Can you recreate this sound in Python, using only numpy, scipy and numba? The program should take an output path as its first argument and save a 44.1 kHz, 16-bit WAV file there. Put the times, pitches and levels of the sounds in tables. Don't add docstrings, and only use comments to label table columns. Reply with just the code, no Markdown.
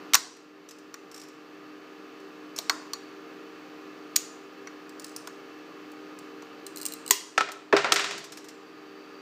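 import sys
import numpy as np
from scipy import signal
from scipy.fft import rfft, irfft, next_fast_len
from scipy.io import wavfile
from scipy.ndimage import uniform_filter1d
from numba import njit

SR = 44100
rng = np.random.default_rng(int(sys.argv[2]) if len(sys.argv) > 2 else 0)


def int16_out(signal):
    q = np.round(np.clip(np.atleast_2d(signal).T, -1, 1) * 32767)
    wavfile.write(sys.argv[1], SR, q.astype(np.int16))


N = 406148
TIME = np.arange(N) / SR
AGE = np.arange(SR // 2) / SR
BLOW_SPAN_S = .003

# frequency in Hz, t60 (time to fall 60 dB) in seconds.
ROOM_T60 = [(150, 3.45), (500, 0.82), (1500, 0.3846), (4000, 0.55), (8000, 0.47), (14000, 0.19)]
# frequency in Hz, relative level in dB.
ROOM_SPECTRUM = [(100, -5), (600, -1), (1500, 2), (5000, 0.5), (8000, -0.5), (10500, -2.5), (15000, -1.5)]
AIR_SPECTRUM = [(30, -15), (80, -29), (125, -9), (180, -3), (230, -10), (300, -1.5), (440, -0.5), (570, -6),
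                (800, -6.5), (1600, -7), (3300, -15), (6300, -22.3), (10000, -42.5), (14000, -31)]
SCRAPE_SPECTRUM = [(200, -36), (1500, -6), (3500, -10), (5300, -4), (7500, -5.5), (10200, -16.5),
                   (13000, -14), (15500, -21.5)]
SPLIT_SPECTRUM = [(200, -27), (1500, -16.5), (3500, -16.5), (4500, -5.5), (6000, -6), (8000, -5.5),
                  (10500, -11), (13500, -17.5), (15500, -6.5)]
CLACK_SPECTRUM = [(60, -42), (150, -22), (350, -14), (800, -3.5), (1600, 2), (3000, -4.5), (4700, -7),
                  (7000, -11.5), (8500, -17.5), (10200, -30), (13000, -31), (15500, -40)]
TICK_SPECTRUM = [(100, -32.5), (600, -16.5), (2000, -3), (3100, -3.5), (4500, 2), (7500, -2.5),
                 (9000, -5.5), (10200, -15.5), (12500, -10), (15500, -7.5)]

# multiple of the shaft rate, base level in dB.
FAN_HARMONICS = [(3, -66), (4, -59), (5, -58.5), (6, -52.8), (7, -54.3), (8, -64.5), (9, -67.5),
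                 (10, -69.5), (11, -68.5), (12, -64), (16, -67.5), (17, -68), (18, -63.5), (19, -59.5),
                 (21, -65), (26, -69), (34, -69.5), (38, -69), (41, -67), (46, -68.5)]
# frequency in Hz, base level in dB, fractional pitch wander.
FAN_TONES = [(302.9, -48.8, .003), (396, -61, .006)]
# frequency in Hz, bandwidth in Hz, base level in dB.
HOUSING_RESONANCES = [(1176, 110, -59.5), (1390, 120, -64.5), (1720, 120, -62), (2644, 160, -64.5),
                      (4390, 350, -68.5)]
# time in seconds, gain on their base levels in dB.
FAN_NEARNESS = [(0, .3), (0.5, -1.8), (3, -.7), (7, -.6), (7.7, -.3), (8.4, 4.8), (9.2, 2.2)]
# time in seconds, level in dB.
WHINE_LEVELS = [(0, -73), (4, -73), (8.4, -70), (8.7, -60.5), (9.2, -59.5)]

# frequency in Hz, relative level in dB, t60 in seconds.
BLADE_MODES = [(2950, -11, 0.028), (3800, -9, .014), (4344, -8, 0.055), (4650, -6, 0.016), (5860, 3, .02),
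               (6140, -3, .025), (6620, -4, .11), (6760, -1, .11), (7224, 5.5, 0.011), (7860, -2.5, .04),
               (13000, -11.5, .02)]
BED_MODES = [(416, -3, .05), (650, -1, .045), (1002, -4.5, 0.023), (1135, 6.5, 0.052), (1454, -3, .045),
             (1560, -7.5, .04), (1857, -1, 0.024), (2200, 0.5, 0.026)]
PART_MODES = [(2830, -11, 0.03), (4120, -1.5, 0.018), (4980, -8.5, 0.017), (7500, 1.5, 0.0085),
              (8510, 0.5, 0.0097), (12100, -15, 0.016), (12900, -2.5, 0.013)]
PART_FLEX_MODES = [(400, -9, .07), (1010, -2, .022), (1950, 0, .011), (2890, -4, .012), (3257, -6, .014)]
FRAME_MODES = [(768, -4, 0.075), (1306, 4, 0.05), (1296, -8, 0.048), (1480, -13, 0.028),
               (1820, -4.5, 0.061), (2460, -7, 0.03), (3260, -9.5, 0.023)]
PANEL_MODES = [(144.7, -17.5, 0.78), (303, -9, 0.076), (333, -6.5, 0.15), (403.2, 2, 0.19), (479, -4, 0.22),
               (616, -8, 0.059), (671, -8, 0.14), (790, -21, .1)]

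# start in seconds, level in dB.
RUSTLES = [(8.179, -21.5), (8.241, -26), (8.321, -26), (8.372, -27.5), (8.443, -35), (8.485, -31)]
# start in seconds, length in seconds, strength in dB.
STROKES = [(0.3674, .01, -36), (0.6882, .03, -25.5), (0.7854, .01, -34), (1.114, .01, -31.5),
           (1.1434, .095, -28.5), (1.285, .01, -37), (2.2009, .01, -46), (2.562, .026, -21.5)]
# start in seconds, strength in dB.
CRACKS = [(4.8937, -36), (4.9966, -27), (5.0439, -23), (5.1629, -19.5), (5.9174, -40), (6.1885, -33.5),
          (6.6659, -23.5), (6.772, -24.5), (6.8142, -25), (6.8535, -16.5), (6.8628, -15), (6.922, -25.5),
          (6.9368, -24), (7.063, -28), (7.0782, -25)]
# start in seconds, end in seconds, strength in dB.
PEELS = [(4.985, 5.12, -38), (6.755, 6.89, -30.5), (7.08, 7.108, -32)]
# time in seconds, gain of its ring in dB.
LOOSENESS = [(5, -31), (6.7, -13), (7.1, -7.5)]
# start in seconds, clack level in dB, tilt in dB per octave, surface.
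BOUNCES = [(7.3775, -7.2, -1, "frame"), (7.4074, -11, -2.5, "frame"), (7.488, -25, -3.5, "frame"),
           (7.5174, -30, 12, "edge"), (7.726, -7, -7, "bench"), (7.7322, -13, -13.5, "panel"),
           (7.7651, -5.5, -2, "bench"), (7.844, -6, -5, "bench"), (7.9206, 2, 3.5, "edge"),
           (7.939, -13, 14, "edge")]
SURFACES = {"frame": (-1.5, -16, -9.5), "panel": (-12, 14, -24), "bench": (-15, -18, .3),
            "edge": (-13, -13, -10)}
# start in seconds, tick level in dB,
# knock strength in dB, knock pitch in Hz, blade ring level in dB, ring pitch in Hz.
SLIPS = [(0.135, -15.5, -18, 2100, -22, 3900), (0.1435, -10.5, -14.5, 1250, -9.5, 5950),
         (0.1515, -8, -16.5, 1400, -27.5, 6000), (0.9415, -36, -36, 1550, -36, 5800),
         (2.5874, -22.5, -36, 750, -31, 4200), (2.6963, -19, -15.5, 1280, -18, 4150),
         (2.9338, -30, -36, 1100, -24.5, 4280), (4.159, -24, -38, 1400, -33.5, 8070),
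         (4.162, -11, -33, 3000, -15, 6850), (4.6726, -46, -35.5, 1430, -38.5, 4600),
         (5.273, -35, -36.5, 1300, -44, 6800), (6.4225, -48, -40.5, 1050, -50.5, 6030)]
# multiple of the knock pitch, relative level in dB.
THUMP_SHAPE = [(.1, -34.5), (.4, -16), (.8, 0), (1.1, 2), (1.5, -2.5), (2.2, -17), (6, -39)]


def undb(db):
    return 10 ** (np.asarray(db) / 20)


def level(x, db):
    return x * undb(db) / np.sqrt(np.mean(x ** 2))


def blow(x, db):
    return x * undb(db) / np.sqrt(np.sum(x ** 2) / (BLOW_SPAN_S * SR))


def fade(t60):
    return np.exp(-np.log(1000) * AGE / t60)


def on_log(hz, points):
    knots_hz, values = np.transpose(points)
    return np.interp(np.log(np.maximum(hz, 1)), np.log(knots_hz), values)


def colour(x, spectrum, tilt_db=0):
    size = 2 * next_fast_len(len(x) // 2 + 1)
    hz = np.fft.rfftfreq(size, 1 / SR)
    octave = np.log2(np.maximum(hz, 500) / 1000)
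    cepstrum = irfft(np.log(undb(on_log(hz, spectrum) + tilt_db * octave)))
    cepstrum[1:size // 2] *= 2
    cepstrum[size // 2 + 1:] = 0
    return irfft(rfft(x, size) * np.exp(rfft(cepstrum)))[:len(x)]


def drift(rate_hz):
    step = int(SR / rate_hz)
    held = np.repeat(rng.standard_normal(N // step + 1), step)
    return level(uniform_filter1d(held, step)[:N], 0)


def add(track, s, x):
    start = int(s * SR)
    track[start:start + len(x)] += x[:N - start]


def contact(spectrum, db, t60, tilt_db=0, rise_s=.0005):
    envelope = fade(t60) * (1 - np.exp(-AGE / rise_s))
    return blow(colour(rng.standard_normal(len(AGE)) * envelope, spectrum, tilt_db), db)


def radiated(spectrum, db, tilt_db=0):
    return blow(colour(signal.unit_impulse(len(AGE)), spectrum, tilt_db), db)


def ring(modes, db, scatter_db=2.0, detune=.0017, rise_cycles=.98):
    out = 0
    for (hz, mode_db, t60), (size, side, shift) in zip(modes, rng.standard_normal((len(modes), 3))):
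        cycles = hz * (1 + detune * shift) * AGE
        mode = np.sin(2 * np.pi * cycles) * (1 - np.exp(-cycles / rise_cycles)) * fade(t60)
        out = out + np.sign(side) * blow(mode, mode_db + scatter_db * size)
    return blow(out, db)


def favour(modes, pitch_hz, slope_db):
    return [(hz, db - slope_db * abs(np.log2(hz / pitch_hz)), t60) for hz, db, t60 in modes]


def room(x, build_s=.002):
    noise = rfft(rng.standard_normal(len(AGE)))
    hz = np.fft.rfftfreq(len(AGE), 1 / SR)
    centres, t60s = np.transpose(ROOM_T60)
    tail = 0
    for weights, t60 in zip(np.eye(len(centres)), t60s):
        band = on_log(hz, list(zip(centres, weights)))
        tail = tail + irfft(noise * band, len(AGE)) * fade(t60)
    tail *= 1 - np.exp(-(AGE / build_s) ** 2)
    response = colour(tail / np.sqrt(np.sum(tail ** 2)), ROOM_SPECTRUM)
    return signal.fftconvolve(x, response)[:N]


def fans(shaft_hz=65.25, shaft_wander=.0016, air_db=-50.6, flutter_db=1.4, tone_flutter_db=1.7):
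    shaft_angle = 2 * np.pi * np.cumsum(shaft_hz * (1 + shaft_wander * drift(4))) / SR
    out = level(colour(rng.standard_normal(N), AIR_SPECTRUM), air_db)
    for order, db in FAN_HARMONICS:
        harmonic = np.sin(order * shaft_angle + 2 * np.pi * rng.random())
        out += level(harmonic * undb(flutter_db * drift(14)), db)
    for hz, db, wander in FAN_TONES:
        phase = 2 * np.pi * np.cumsum(hz * (1 + wander * drift(15))) / SR
        out += level(np.sin(phase) * undb(tone_flutter_db * drift(14)), db)
    for hz, width_hz, db in HOUSING_RESONANCES:
        resonator = signal.iirpeak(hz, hz / width_hz, fs=SR)
        out += level(signal.lfilter(*resonator, rng.standard_normal(N)), db)
    return out * undb(np.interp(TIME, *np.transpose(FAN_NEARNESS)))


def whine(pitch_hz=4660, width_hz=110):
    band = signal.iirpeak(pitch_hz, pitch_hz / width_hz, fs=SR)
    whistle = signal.lfilter(*band, signal.lfilter(*band, rng.standard_normal(N)))
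    return level(whistle, 0) * undb(np.interp(TIME, *np.transpose(WHINE_LEVELS)))


def catches(gap_s=.018, jitter_s=.002, scatter_db=1.5, ease_db=-4.5):
    for start, length, db in STROKES:
        ages = np.arange(0, length, gap_s)
        for age, (late, size) in zip(ages, rng.standard_normal((len(ages), 2))):
            s = start + age + jitter_s * late * (age > 0)
            yield s, db + ease_db * age / length + scatter_db * size


def scraping(scrape_db=-11, squeak_db=-15, squeak_hz=5500, room_db=-8):
    direct = np.zeros(N)
    for s, db in RUSTLES:
        add(direct, s, contact(SCRAPE_SPECTRUM, db, t60=.065, tilt_db=-2.0))
    for s, db in catches():
        scrape = contact(SCRAPE_SPECTRUM, db + scrape_db, t60=.048)
        squeak = ring([(squeak_hz, 0, .04)], db + squeak_db, detune=.058)
        add(direct, s, scrape + squeak)
    return direct, direct * undb(room_db)


def fine_cracks(gap_s=.015, scatter_db=2.5):
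    for start, end, db in PEELS:
        for s in np.arange(start, end - gap_s / 2, gap_s):
            yield s + gap_s * rng.random(), db + scatter_db * rng.standard_normal()


def bond(split_db=-10, untilted_db=-18, brightening=.16, room_db=-9, ring_room_db=-13):
    direct, to_room = np.zeros(N), np.zeros(N)
    for s, db in [*CRACKS, *fine_cracks()]:
        loose_db = np.interp(s, *np.transpose(LOOSENESS))
        tilt_db = brightening * (loose_db - untilted_db)
        split = contact(SPLIT_SPECTRUM, db + split_db, t60=.0207, tilt_db=tilt_db, rise_s=.0003)
        ping = ring(PART_MODES, db + loose_db, scatter_db=5, detune=.017)
        add(direct, s, split + ping)
        add(to_room, s, split * undb(room_db) + ping * undb(ring_room_db))
    return direct, to_room


def tumbles(start_s=7.9593, first_db=-3.5, tilt_db=1.4, turn_s=.0345, slowing=1.39, loss_db=-4.2):
    s = start_s
    for turn in range(4):
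        yield s, first_db + loss_db * turn, tilt_db, "bench"
        s += turn_s * slowing ** turn


def falling_part(clack_t60=.036, ring_room_db=-1):
    direct, to_room = np.zeros(N), np.zeros(N)
    for s, clack_db, tilt_db, surface in [*BOUNCES, *tumbles()]:
        frame_db, panel_db, room_db = SURFACES[surface]
        body = ring(FRAME_MODES, clack_db + frame_db) + ring(PANEL_MODES, clack_db + panel_db)
        clack = contact(CLACK_SPECTRUM, clack_db, clack_t60, tilt_db, rise_s=.00067)
        add(direct, s, clack + body)
        wash = radiated(CLACK_SPECTRUM, clack_db, tilt_db)
        add(to_room, s, (wash + body * undb(ring_room_db)) * undb(room_db))
    return direct, to_room


def snap(start_s=7.1085, crack_db=-5.5, tilt_db=5.5, room_db=-5.5, flex_room_db=-8, blade_room_db=-17):
    direct, to_room = np.zeros(N), np.zeros(N)
    flex = ring(PART_FLEX_MODES, db=-13.5)
    ping = ring(favour(BLADE_MODES, pitch_hz=7470, slope_db=33.5), db=-9)
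    crack = contact(TICK_SPECTRUM, crack_db, t60=.015, tilt_db=tilt_db, rise_s=.0015)
    add(direct, start_s, crack + flex + ping)
    wash = radiated(TICK_SPECTRUM, crack_db, tilt_db) * undb(room_db)
    add(to_room, start_s, wash + flex * undb(flex_room_db) + ping * undb(blade_room_db))
    return direct, to_room


def knife(thump_db=-2, bed_db=-2, even_tilt_db=-1.0, glance_tilt=.21,
          room_db=-12.6, ring_room_db=-5, knock_room_db=1):
    direct, to_room = np.zeros(N), np.zeros(N)
    for s, tick_db, knock_db, knock_hz, ring_db, ring_hz in SLIPS:
        tilt_db = even_tilt_db + glance_tilt * (tick_db - knock_db)
        thump_spectrum = [(multiple * knock_hz, db) for multiple, db in THUMP_SHAPE]
        bed = ring(favour(BED_MODES, knock_hz, slope_db=16.5), knock_db + bed_db)
        ping = ring(favour(BLADE_MODES, ring_hz, slope_db=33.5), ring_db)
        tick = contact(TICK_SPECTRUM, tick_db, t60=.018, tilt_db=tilt_db, rise_s=.0003)
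        thump = contact(thump_spectrum, knock_db + thump_db, t60=.04)
        add(direct, s, tick + thump + bed + ping)
        wash = radiated(TICK_SPECTRUM, tick_db, tilt_db)
        wash += radiated(thump_spectrum, knock_db + knock_room_db)
        add(to_room, s, (wash + (bed + ping) * undb(ring_room_db)) * undb(room_db))
    return direct, to_room


def scene():
    printer = fans() + whine()
    direct, to_room = np.sum([knife(), snap(), falling_part(), bond(), scraping()], axis=0)
    return (direct + room(to_room) + printer)[None]


@njit
def hold_peaks(x, keep):
    out, peak = np.empty(len(x)), 0.
    for i in range(len(x)):
        peak = max(x[i], peak * keep)
        out[i] = peak
    return out


def gain_control(x, threshold_db, slope, attack_s=.055, release_s=.9):
    power = np.maximum(uniform_filter1d(x ** 2, size=SR // 40), 1e-12)
    excess_db = np.maximum(10 * np.log10(power) - threshold_db, 0)
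    held_db = hold_peaks(excess_db, np.exp(-1 / (release_s * SR)))
    keep = np.exp(-1 / (attack_s * SR))
    smoothed_db = signal.lfilter([1 - keep], [1, -keep], held_db)
    return x * undb(-slope * smoothed_db)


def record(dry, low_cut_hz=104, top_hz=15400):
    x = np.clip(gain_control(dry[0], threshold_db=-19.5, slope=1.11), -1, 1)
    x = signal.sosfilt(signal.butter(3, low_cut_hz, "highpass", fs=SR, output="sos"), x)
    return signal.sosfilt(signal.ellip(10, .2, 70, top_hz, fs=SR, output="sos"), x)[None]


dry = scene()
out = record(dry)
int16_out(out)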